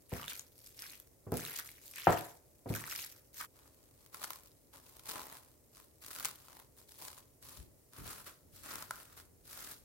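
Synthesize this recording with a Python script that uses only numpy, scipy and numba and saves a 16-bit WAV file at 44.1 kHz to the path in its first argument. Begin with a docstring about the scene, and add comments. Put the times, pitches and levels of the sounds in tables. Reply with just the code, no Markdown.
"""Gloved hands squish marinated chicken in a ceramic bowl: torn noise and tiny rings fizz, moving band-passes
squelch, pockets pop, and struck bowl modes with a filtered splat thud as the meat drops back in.
After a cut to a second shot, cling film is pulled over the bowl and smoothed down: noise bursts crinkle,
larger creases snap, and resonances that follow the tension make the taut sheet answer like a small drum.
A close stereo microphone hears it in a quiet, hard-walled kitchen, over low room noise and hiss."""
import sys
import numpy as np
from scipy import signal
from scipy.fft import rfft, irfft, next_fast_len
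from scipy.io import wavfile
from scipy.ndimage import uniform_filter1d
from numba import njit

SR = 44100
rng = np.random.default_rng(int(sys.argv[2]) if len(sys.argv) > 2 else 0)


def output_pcm(signal):
    """Save a mono or channel-first signal as 16-bit PCM at the path in sys.argv[1].

    Samples are clipped to [-1, 1] before scaling.
    """
    pcm = np.clip(np.atleast_2d(signal).T, -1, 1) * 32767
    wavfile.write(sys.argv[1], SR, np.round(pcm).astype(np.int16))


N = 433944

CUT_S = 3.47  # the cut from the meat shot to the film shot is complete
# How fast the sound settles once the hand stops, in dB per second.
MEAT_RELEASE_DB_PER_S, FILM_RELEASE_DB_PER_S, BOWL_RELEASE_DB_PER_S = 202.5, 177, 98.5
FILM_REST_DB = -77  # the stretched film creeps faintly between pulls
BODY_GROWS = 1.4  # exponent: pockets and sheet swell and fade faster than the treble
TOP_HZ = 16100  # band limit of the recorder


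def amp(db):
    """Decibels to gain."""
    return 10 ** (np.asarray(db) / 20)


def unit(x):
    """Scale to rms 1."""
    return x / np.sqrt(np.mean(x ** 2) + 1e-20)


def along(points, hz):
    """Read (Hz, value) points on a log frequency axis."""
    point_hz, value = np.transpose(points)
    return np.interp(np.log(hz + 1), np.log(point_hz + 1), value)


def filtered(x, response):
    """Multiply the spectrum of x by a response of frequency."""
    n = x.shape[-1]
    padded = next_fast_len(n + 8192)
    hz = np.fft.rfftfreq(padded, 1 / SR)
    return irfft(rfft(x, padded) * response(hz), padded)[..., :n]


def coloured(x, spectrum):
    """Shape x with a spectrum in dB, at rms 1."""
    return unit(filtered(x, lambda hz: amp(along(spectrum, hz))))


def noise(side_db, size=N):
    """White stereo noise; the side level sets how wide it is."""
    mid, side = rng.standard_normal((2, size)) * amp([[0], [side_db]])
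    return unit(np.array([mid + side, mid - side]))


def add(track, s, sound):
    """Mix a sound into the track at s seconds."""
    part = track[:, round(s * SR):][:, :sound.shape[-1]]
    part += sound[..., :part.shape[-1]]


def ring(modes, t, scatter):
    """Struck modes decay; each reaches the two ports with its own strength and phase."""
    total = 0
    for hz, db, t60 in modes:
        level = amp(db + rng.normal(0, 1.5, (2, 1)) - 60 * t / t60)
        phase = rng.uniform(0, 2 * np.pi) + rng.normal(0, scatter, (2, 1))
        total = total + level * np.sin(2 * np.pi * hz * t + phase)
    return total


def bursts(rate, life, spread_db):
    """Level of a crackle: abrupt bursts that die at once, a few large among many small; even on average."""
    when, strength = rng.random((int(rate * N / SR), 2)).T
    energy = amp(spread_db * np.minimum(-np.log(1 - strength), 4)) ** 2
    impulses = np.bincount((when * N).astype(int), energy, N)
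    power = signal.lfilter([1], [1, -np.exp(-2 / (life * SR))], impulses)
    average = np.abs(uniform_filter1d(power, SR // 25))
    return np.sqrt(power / (average + 1e-3))


def bubbles(rate, low_hz, high_hz, life, spread_db, size):
    """Tiny cavities ring as they open, each with its own path to the two ports."""
    when, pitch, strength = rng.random((int(rate * N / SR), 3)).T[:, :, None]
    hz = low_hz * (high_hz / low_hz) ** pitch
    height = amp(spread_db * np.minimum(-np.log(1 - strength), 4))
    index = ((when * N).astype(int) + np.arange(size)).ravel()
    ports = []
    for _ in range(2):
        delay_s = .0004 * rng.random(hz.shape)
        age = np.maximum(np.arange(size) / SR - delay_s, 0)
        waves = height * np.exp(-age / life) * np.sin(2 * np.pi * hz * age)
        ports.append(np.bincount(index, waves.ravel(), N)[:N])
    return unit(np.array(ports))


def patchy(x, depth_db, size, count):
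    """Each spot has its own colour: random gain smoothed over size frequency bins and count frames."""
    z = signal.stft(x, nperseg=256)[2]
    field = uniform_filter1d(rng.standard_normal(z.shape[1:]), size, 0)
    field = uniform_filter1d(field, count, 1)
    return signal.istft(z * amp(depth_db * unit(field)), nperseg=256)[1][:, :N]


@njit
def resonate(x, hz, q):
    """A stereo band-pass whose centre moves."""
    out = np.zeros_like(x)
    step = 2 * np.sin(np.pi * hz / SR)
    for port in range(2):
        low = band = 0.0
        for i in range(x.shape[1]):
            low += step[i] * band
            band += step[i] * (x[port, i] - low - band / q)
            out[port, i] = band / q
    return out


def stroke(start, rise, hold, release_db_per_s):
    """Effort of one hand movement: it builds up, holds and dies away."""
    t = np.arange(N) / SR - start
    build = np.clip(t / max(rise, 1e-3), 0, 1)
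    return build * amp(-np.clip((t - rise - hold) * release_db_per_s, 0, 120))


def handling(strokes, release_db_per_s, rest, uneven_db, catches_per_s, slip_s):
    """Gains of treble and body over all strokes; at random the fingers catch: the effort jumps and slips away."""
    treble, body = rest ** 2, 0  # powers
    for start, rise, hold, db, body_db, *_ in strokes:
        effort = stroke(start, rise, hold, release_db_per_s)
        treble = treble + (amp(db) * effort) ** 2
        body = body + (amp(db + body_db) * effort ** BODY_GROWS) ** 2
    catches = rng.random(N) < catches_per_s / SR
    grip = signal.lfilter([1], [1, -np.exp(-1 / (slip_s * SR))], catches * 1.0)
    unevenness = amp(uneven_db * np.minimum(unit(grip - grip.mean()), 3))
    return np.sqrt([treble, body]) * unevenness


def film_shot():
    """0 during the meat shot, 1 during the film shot, with a 20 ms crossing at the cut."""
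    return np.clip((np.arange(N) / SR - CUT_S) / .02 + 1, 0, 1)


def kitchen(x, wet_db):
    """The direct sound plus the hard walls' answer, in which treble dies first."""
    # Decay of the room. Each row: frequency in Hz, t60 in seconds.
    room_decay = [(100, 0.35), (500, 0.44), (1500, 0.36), (5000, 0.16), (14000, 0.13)]
    hz, t, z = signal.stft(noise(-4.5, size=SR * 2 // 3), SR, nperseg=256)
    decay = amp(-60 * t / along(room_decay, hz)[:, None])
    build = 1 - np.exp(-t / 0.0018)
    tail = signal.istft(z * decay * build, SR, nperseg=256)[1]
    tail = tail / np.linalg.norm(tail[0])
    return x + amp(wet_db) * signal.fftconvolve(x, tail, axes=1)[:, :N]


def background():
    """Low room noise and microphone hiss, each steady noise of one colour."""
    # Colour of the room noise. Each row: frequency in Hz, relative level in dB.
    air_colour = [(21, -28.5), (35, 4), (124, 3), (200, -9), (260, -2.5), (600, -5.5), (700, -13.5),
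                  (1400, -24), (2400, -70.5)]
    # Colour of the microphone hiss. Each row: frequency in Hz, relative level in dB.
    hiss_colour = [(1000, -10), (2000, -3), (3600, -12.5), (5500, -3), (9000, 0), (16000, 0)]
    air = amp(-66.5) * coloured(noise(-2.5), air_colour)
    return air + amp(-70.0) * coloured(noise(-1), hiss_colour)


def shifting():
    """The bowl rumbles faintly as the film is tucked under it; once a puff of air thumps the left port."""
    # The bowl shifts on the counter.
    # Each row: start in seconds, rise in seconds, hold in seconds, rumble level in dB.
    bowl_moves = [(7.399, 0.045, 0.14, -64), (7.57, 0.012, 0.033, -56.5), (7.979, 0.01, .02, -47.5),
                  (8.04, 0.018, 0.064, -60), (8.4, 0.092, 0.39, -63), (9.041, 0.097, 0.77, -66.5)]
    # Colour of the rumble. Each row: frequency in Hz, relative level in dB.
    rumble_colour = [(25, -4), (48, -4.5), (100, -1), (180, -10.5), (400, -15), (900, -47.5)]
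    power = 0
    for start, rise, hold, db in bowl_moves:
        power = power + (amp(db) * stroke(start, rise, hold, BOWL_RELEASE_DB_PER_S)) ** 2
    rumble = np.sqrt(power) * coloured(noise(0), rumble_colour)
    t = np.arange(N) / SR - 7.605  # seconds from the middle of the puff
    puff = amp(-38) * np.exp(-np.abs(t) / 0.015) * np.sin(2 * np.pi * 62 * t)
    return rumble + puff * np.array([[1], [0]])


def crinkling():
    """Slack film buckles in small creases, taut film mostly hisses under the gloves; the sheet adds a hollow body."""
    # The hands pull, tuck or smooth the film. Each row: start in seconds, rise in seconds,
    # hold in seconds, crinkle level in dB, taut sheet in dB relative to the crinkle.
    film_moves = [(3.53, 0.035, 0.11, -65.5, -4.5), (3.68, 0.05, 0.63, -71, -10),
                  (4.12, 0.012, 0.21, -54, -6.5), (4.2, 0.03, 0, -49, -5), (4.4, 0.057, 0, -60, -11.5),
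                  (4.722, 0.012, 0.03, -56.5, -3), (4.82, 0.033, 0.3, -61, -8.5),
                  (5.04, 0.046, .025, -44.5, -5), (5.13, 0.013, 0.04, -49.5, 1),
                  (5.21, 0.034, 0.11, -56, -3), (5.36, 0.026, .11, -66.5, -7.5),
                  (5.71, 0.061, 0.033, -58, -9), (6.005, 0.032, .07, -50, -9.5),
                  (6.11, 0.081, .05, -46.5, -6.5), (6.235, 0.015, 0, -42, -6.5),
                  (6.35, .03, .08, -62.5, -9), (6.48, .02, 0.092, -60, -4), (6.75, 0.027, .03, -62, -11.5),
                  (6.87, 0.022, 0.11, -61.5, -15), (6.97, 0.061, 0.055, -48, -7.5),
                  (7.16, 0.013, 0, -58.5, -4), (7.41, 0.022, 0.14, -55, -10.5),
                  (7.91, 0.075, 0.22, -55.5, -4.5), (8.04, 0.019, .06, -47.5, -6),
                  (8.25, 0.025, 0, -51, -2.5), (8.51, 0.046, .05, -58, -13.5),
                  (8.62, 0.035, 0.16, -50.5, -4), (8.88, 0.078, .06, -55, -5),
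                  (9.04, 0.0295, 0.067, -65, -4), (9.16, 0.01, 0, -55, -6.5), (9.43, 0.1, 0.18, -49, -9.5)]
    # The film is pulled tight, so creases give way to smooth sliding.
    # Each row: time in seconds, share of the sound's power made by creases (0-1).
    slack_curve = [(6.9, .8), (7.5, .4)]
    # The film's resonance follows how tight it is pulled. Each row: time in seconds, pitch in Hz.
    tension_curve = [(4.3, 1085), (5.25, 956), (6.25, 1350), (6.55, 940), (7.1, 981), (8.1, 1300),
                     (8.8, 1360)]
    # Colour of the crinkle. Each row: frequency in Hz, relative level in dB.
    crinkle_colour = [(1000, -23), (1800, -7.5), (3300, -4.5), (4100, -1), (6500, -3), (12000, 0),
                      (16000, -2.5)]
    # Colour of the hollow sheet. Each row: frequency in Hz, relative level in dB.
    drum_colour = [(80, -6), (300, -4.5), (680, -6.5), (1400, -9.5), (2600, -11.5), (4500, -21)]
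    t = np.arange(N) / SR
    creep = amp(FILM_REST_DB) * film_shot()
    crinkle, sheet = handling(film_moves, FILM_RELEASE_DB_PER_S, creep,
                              uneven_db=1.54, catches_per_s=36, slip_s=0.025)
    slack = np.interp(t, *np.transpose(slack_curve))
    small = bursts(rate=400, life=.0024, spread_db=2.8)
    large = bursts(rate=50, life=.0013, spread_db=2.2)
    creases = unit(np.hypot(small, .95 * large))
    friction = np.sqrt(slack * creases ** 2 + 1 - slack)  # creases and smooth sliding share the power
    bright = patchy(friction * noise(0), 2, size=24, count=2)
    rubbed = friction * noise(-2.2)
    sheet_hz = np.interp(t, *np.transpose(tension_curve))
    hollow = rubbed + amp(8) * resonate(rubbed, sheet_hz, 3)
    treble = amp(0.38) * crinkle * coloured(bright, crinkle_colour)
    return treble + amp(1.35) * sheet * coloured(hollow, drum_colour)


def snaps():
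    """A large crease flips with a crack, shakes its neighbours and rings the taut sheet."""
    # Creases snap through. Each row: time in seconds, level in dB, relative level of the sheet's ring in dB.
    crease_snaps = [(4.062, -38, -20.5), (4.145, -25.5, -10), (4.2389, -19, -21), (4.243, -23, -5),
                    (4.305, -21.5, -6.5), (4.333, -28.5, -28), (4.995, -33.5, -15), (5.090, -23.5, -19),
                    (5.099, -24.5, -21), (5.112, -23.5, -18), (5.117, -24, -26), (5.137, -32.5, -18),
                    (5.160, -33.5, 0.5), (5.193, -36.5, 3), (6.13, -35.5, -22), (6.15, -29, -19),
                    (6.162, -27, -10), (6.187, -27.5, -8), (6.248, -14.5, -27), (6.2547, -13, -22),
                    (6.484, -37.5, -7), (7.051, -30.5, -34), (7.934, -39, -14), (8.061, -37, -13),
                    (8.756, -24.5, -8), (8.824, -26.5, -6), (8.9086, -21, -0.5)]
    # Modes of the taut film. 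Each row: frequency in Hz, relative level in dB, t60 in seconds.
    sheet_modes = [(560, -11, 0.018), (1036, -2, 0.024), (1367, 2, 0.018)]
    out, t = np.zeros((2, N)), np.arange(SR // 20) / SR
    onset = 1 - np.exp(-t / .0001)
    for s, db, ring_db in crease_snaps:
        # the crack itself, then the fainter neighbours
        fade = (amp(-60 * t / .008) + amp(-21 - 60 * t / .05)) * onset
        crack = filtered(fade * noise(0, size=len(t)),
                         lambda hz: hz ** 2 / (hz ** 2 - 1100 ** 2 - 1300j * hz))
        drum = ring(sheet_modes, t, scatter=0.34) * onset
        add(out, s, amp(db) * (amp(-7.5) * crack + amp(ring_db - 9.0) * drum))
    return out


def drops():
    """Soft meat knocks the bowl's modes; a flat landing also slaps the air out from under it."""
    # Meat lands in the bowl. Each row: time in seconds, level in dB, contact cut-off in Hz,
    # relative level of the slap in dB, relative level of the low push in dB.
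    landings = [(0.1193, -36, 650, -2, -23), (0.127, -30.5, 297, -20, 3), (1.266, -33.5, 360, -27, -27),
                (1.3194, -23.5, 450, -2.5, -18), (1.331, -25.5, 220, -22, -11),
                (2.0708, -20, 1290, 18.5, -13.5), (2.094, -22, 950, 9, -4), (2.658, -34, 480, -17, -22),
                (2.701, -22.5, 304, -17, -4.5)]
    # Modes of the loaded bowl on the counter. Each row: frequency in Hz, relative level in dB, t60 in seconds.
    bowl_modes = [(107, 1, 0.17), (145.7, -6, 0.2), (231, -9.5, .24), (301, -11, 0.39), (381, -9, 0.24),
                  (497.8, -2.5, .22), (557, -5.5, 0.25), (690, 0, 0.19), (811, -8, 0.25),
                  (984.3, -4.5, .23), (1218, -10, 0.3)]
    out, t = np.zeros((2, N)), np.arange(SR // 2) / SR
    for s, db, contact_hz, slap_db, push_db in landings:
        body = amp(-11.0) * ring(bowl_modes, t, scatter=0.41)
        fade = amp(10 - 60 * t / 0.125) + amp(-7.5 - 60 * t / .36)
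        splat = filtered(fade * noise(-5.5, size=len(t)),
                         lambda hz: 1j * hz / (220 + 1j * hz) / (1 + (hz / 2300) ** 2))
        settle = 1 - np.exp(-t * contact_hz / 0.39)  # a soft contact takes longer to build up
        # the knock carries little deep bass
        blow = filtered((body + splat) * settle, lambda hz: hz ** 2 / (hz ** 2 - 100 ** 2 - 95j * hz))
        push = amp(push_db - 60 * t / 0.05) * np.sin(2 * np.pi * 100 * t)
        # a soft contact dulls the knock
        knock = filtered(blow + push, lambda hz: 1 / (1 + 1.4j * hz / contact_hz - (hz / contact_hz) ** 2))
        ports = np.array([[.4], [-.4]])  # phase in radians
        cavity = np.sin(2 * np.pi * 750 * t + ports)
        cavity = cavity + amp(-13.0) * np.sin(2 * np.pi * 1300 * t - ports)
        swell = t / 0.00079
        slap = amp(slap_db - 7) * swell * np.exp(1 - swell) * cavity
        add(out, s, amp(db) * (knock + slap * amp([[1.5], [-1.5]])))
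    return out


def pops():
    """A sticky pocket bursts: a sharp tick and a brief ring of its cavity, longer when it is large."""
    # Pockets pop open. Each row: time in seconds, level in dB, pitch in Hz.
    pocket_pops = [(0.197, -33, 1280), (.231, -31, 2970), (0.2422, -33, 2920), (.281, -23.5, 3580),
                   (.319, -29.5, 1570), (.3234, -30, 2300), (.395, -24, 6750), (.663, -40.5, 5450),
                   (0.792, -32, 5280), (0.8215, -25.5, 4850), (0.84, -33.5, 2380), (0.898, -34.5, 4160),
                   (1, -31.5, 12230), (1.3204, -28, 13100), (1.371, -19, 10720), (1.377, -25.5, 12170),
                   (1.4015, -28, 6200), (1.451, -24.5, 3994), (1.4857, -33.5, 1560), (1.548, -31.5, 2080),
                   (1.69, -35, 2170), (1.938, -37, 2440), (1.982, -31, 2760), (2.044, -30.5, 5600),
                   (2.107, -27.5, 7880), (2.175, -29, 2700), (2.7395, -28, 2400), (2.84, -28.5, 1900),
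                   (2.878, -32, 1400), (2.926, -29, 1980), (2.961, -24, 5200), (2.991, -27, 2500),
                   (3.041, -30.5, 5060), (3.344, -38, 6370), (3.427, -37.5, 1130)]
    out, t = np.zeros((2, N)), np.arange(SR // 40) / SR
    for s, db, hz in pocket_pops:
        fade = amp(-60 * t / .003) + amp(-16 - 60 * t / .02)
        # a broad band around the pitch
        tick = filtered(fade * noise(-1, size=len(t)),
                        lambda f: 1j * f / (hz / 3 + 1j * f) / (1 + .5j * f / hz))
        cavity = ring([(hz, 0, .003 + 10 / hz)], t, scatter=.7)
        add(out, s, amp(db) * (amp(-5) * tick + amp(-5) * cavity))
    return out


def kneading():
    """Marinade tears in tiny clicks while air pockets squelch one after another, each at its own pitch."""
    # The hand squeezes or lifts the meat. Each row: start in seconds, rise in seconds, hold in seconds,
    # fizz of the marinade in dB, squelch of air pockets in dB relative to the fizz, their usual pitch in Hz.
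    squeezes = [(0.087, 0.046, 0.11, -52.5, 2.5, 1530), (0.265, 0.018, 0.026, -49.5, 2.5, 2120),
                (0.328, 0.029, 0.013, -50.5, -30, 3020), (0.493, 0.12, 0.18, -60.5, -14, 4800),
                (0.754, 0.075, 0.027, -50.5, 1, 2060), (0.883, 0.017, 0.04, -52.5, -1, 3930),
                (1.319, 0.06, 0.21, -46, -2.5, 1870), (1.64, 0.013, 0.023, -50, -9, 2510),
                (1.718, 0.026, 0.036, -62.5, -1, 2160), (1.806, 0.033, 0.098, -56.5, -9.5, 3950),
                (1.937, 0.037, 0.21, -48.5, 3, 2090), (2.203, 0.018, 0.081, -56, -4, 2235),
                (2.666, 0.07, 0.28, -48.5, -2.5, 1570), (2.921, 0.031, 0.079, -47, -2.5, 3180),
                (3.069, 0.017, 0.1, -64.5, -6, 2100), (3.325, 0.064, 0.021, -46, -8, 2230),
                (3.38, 0.025, 0.022, -51, 6, 1753)]
    # Colour of the fizz. Each row: frequency in Hz, relative level in dB.
    fizz_colour = [(1400, -10.5), (2500, -8), (5500, -3.5), (9500, -4), (12500, 1.5), (16000, -5.5)]
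    # Colour of the squelch. Each row: frequency in Hz, relative level in dB.
    squelch_colour = [(400, -23.5), (950, 1), (4500, -6), (9000, -22)]
    fizz, pockets = handling(squeezes, MEAT_RELEASE_DB_PER_S, amp(-75.5),
                             uneven_db=3.0, catches_per_s=31, slip_s=0.0083)
    small = bursts(rate=600, life=.0012, spread_db=2.8)
    sharp = bursts(rate=80, life=.0006, spread_db=3)
    tearing = np.hypot(small, .7 * sharp)
    tiny = bubbles(rate=1000, low_hz=3730, high_hz=14400, life=0.00055, spread_db=2.0, size=130)
    wet = patchy(tearing * noise(-1) + amp(-5) * tiny, 2, size=10, count=6)
    middle_s = [start + rise + hold / 2 for start, rise, hold, *_ in squeezes]
    usual_hz = np.interp(np.arange(N) / SR, middle_s, [row[-1] for row in squeezes])
    pocket = np.cumsum(rng.random(N) < 130 / SR)  # index of the open pocket, about 130 a second
    pitch = usual_hz * 2 ** rng.uniform(-.7, .7, N)[pocket]
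    opening = bursts(rate=520, life=.0013, spread_db=2.4)
    # the square root offsets the wider band of a high pocket
    squelch = resonate(opening * noise(-1) / np.sqrt(pitch), pitch, 3.2)
    treble = amp(0.45) * fizz * coloured(wet, fizz_colour)
    return treble + amp(-3.5) * pockets * coloured(squelch, squelch_colour)


def scene():
    """A cut between two shots in the same kitchen: the meat sound and its echo break off, the film sound begins."""
    meat = kitchen(kneading() + pops(), wet_db=-10) * amp([[.3], [-.3]]) * (1 - film_shot())
    film = kitchen(crinkling(), wet_db=-12.0) + kitchen(snaps(), wet_db=-12.5)
    film = film * amp([[.5], [-.5]])
    return meat + film + kitchen(drops(), wet_db=-9.0) + shifting() + background()


def record(dry):
    """The close ports hear bass alike; the recorder drops the deepest rumble and all above its band limit."""
    mid = dry.mean(0)
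    side = filtered(dry[0] - mid, lambda hz: (hz + 40) / np.hypot(hz + 40, 190))
    low_cut = signal.butter(3, 40, "highpass", fs=SR, output="sos")
    ports = signal.sosfilt(low_cut, np.array([mid + side, mid - side]))
    return filtered(ports, lambda hz: hz < TOP_HZ)


dry = scene()
out = record(dry)
output_pcm(out)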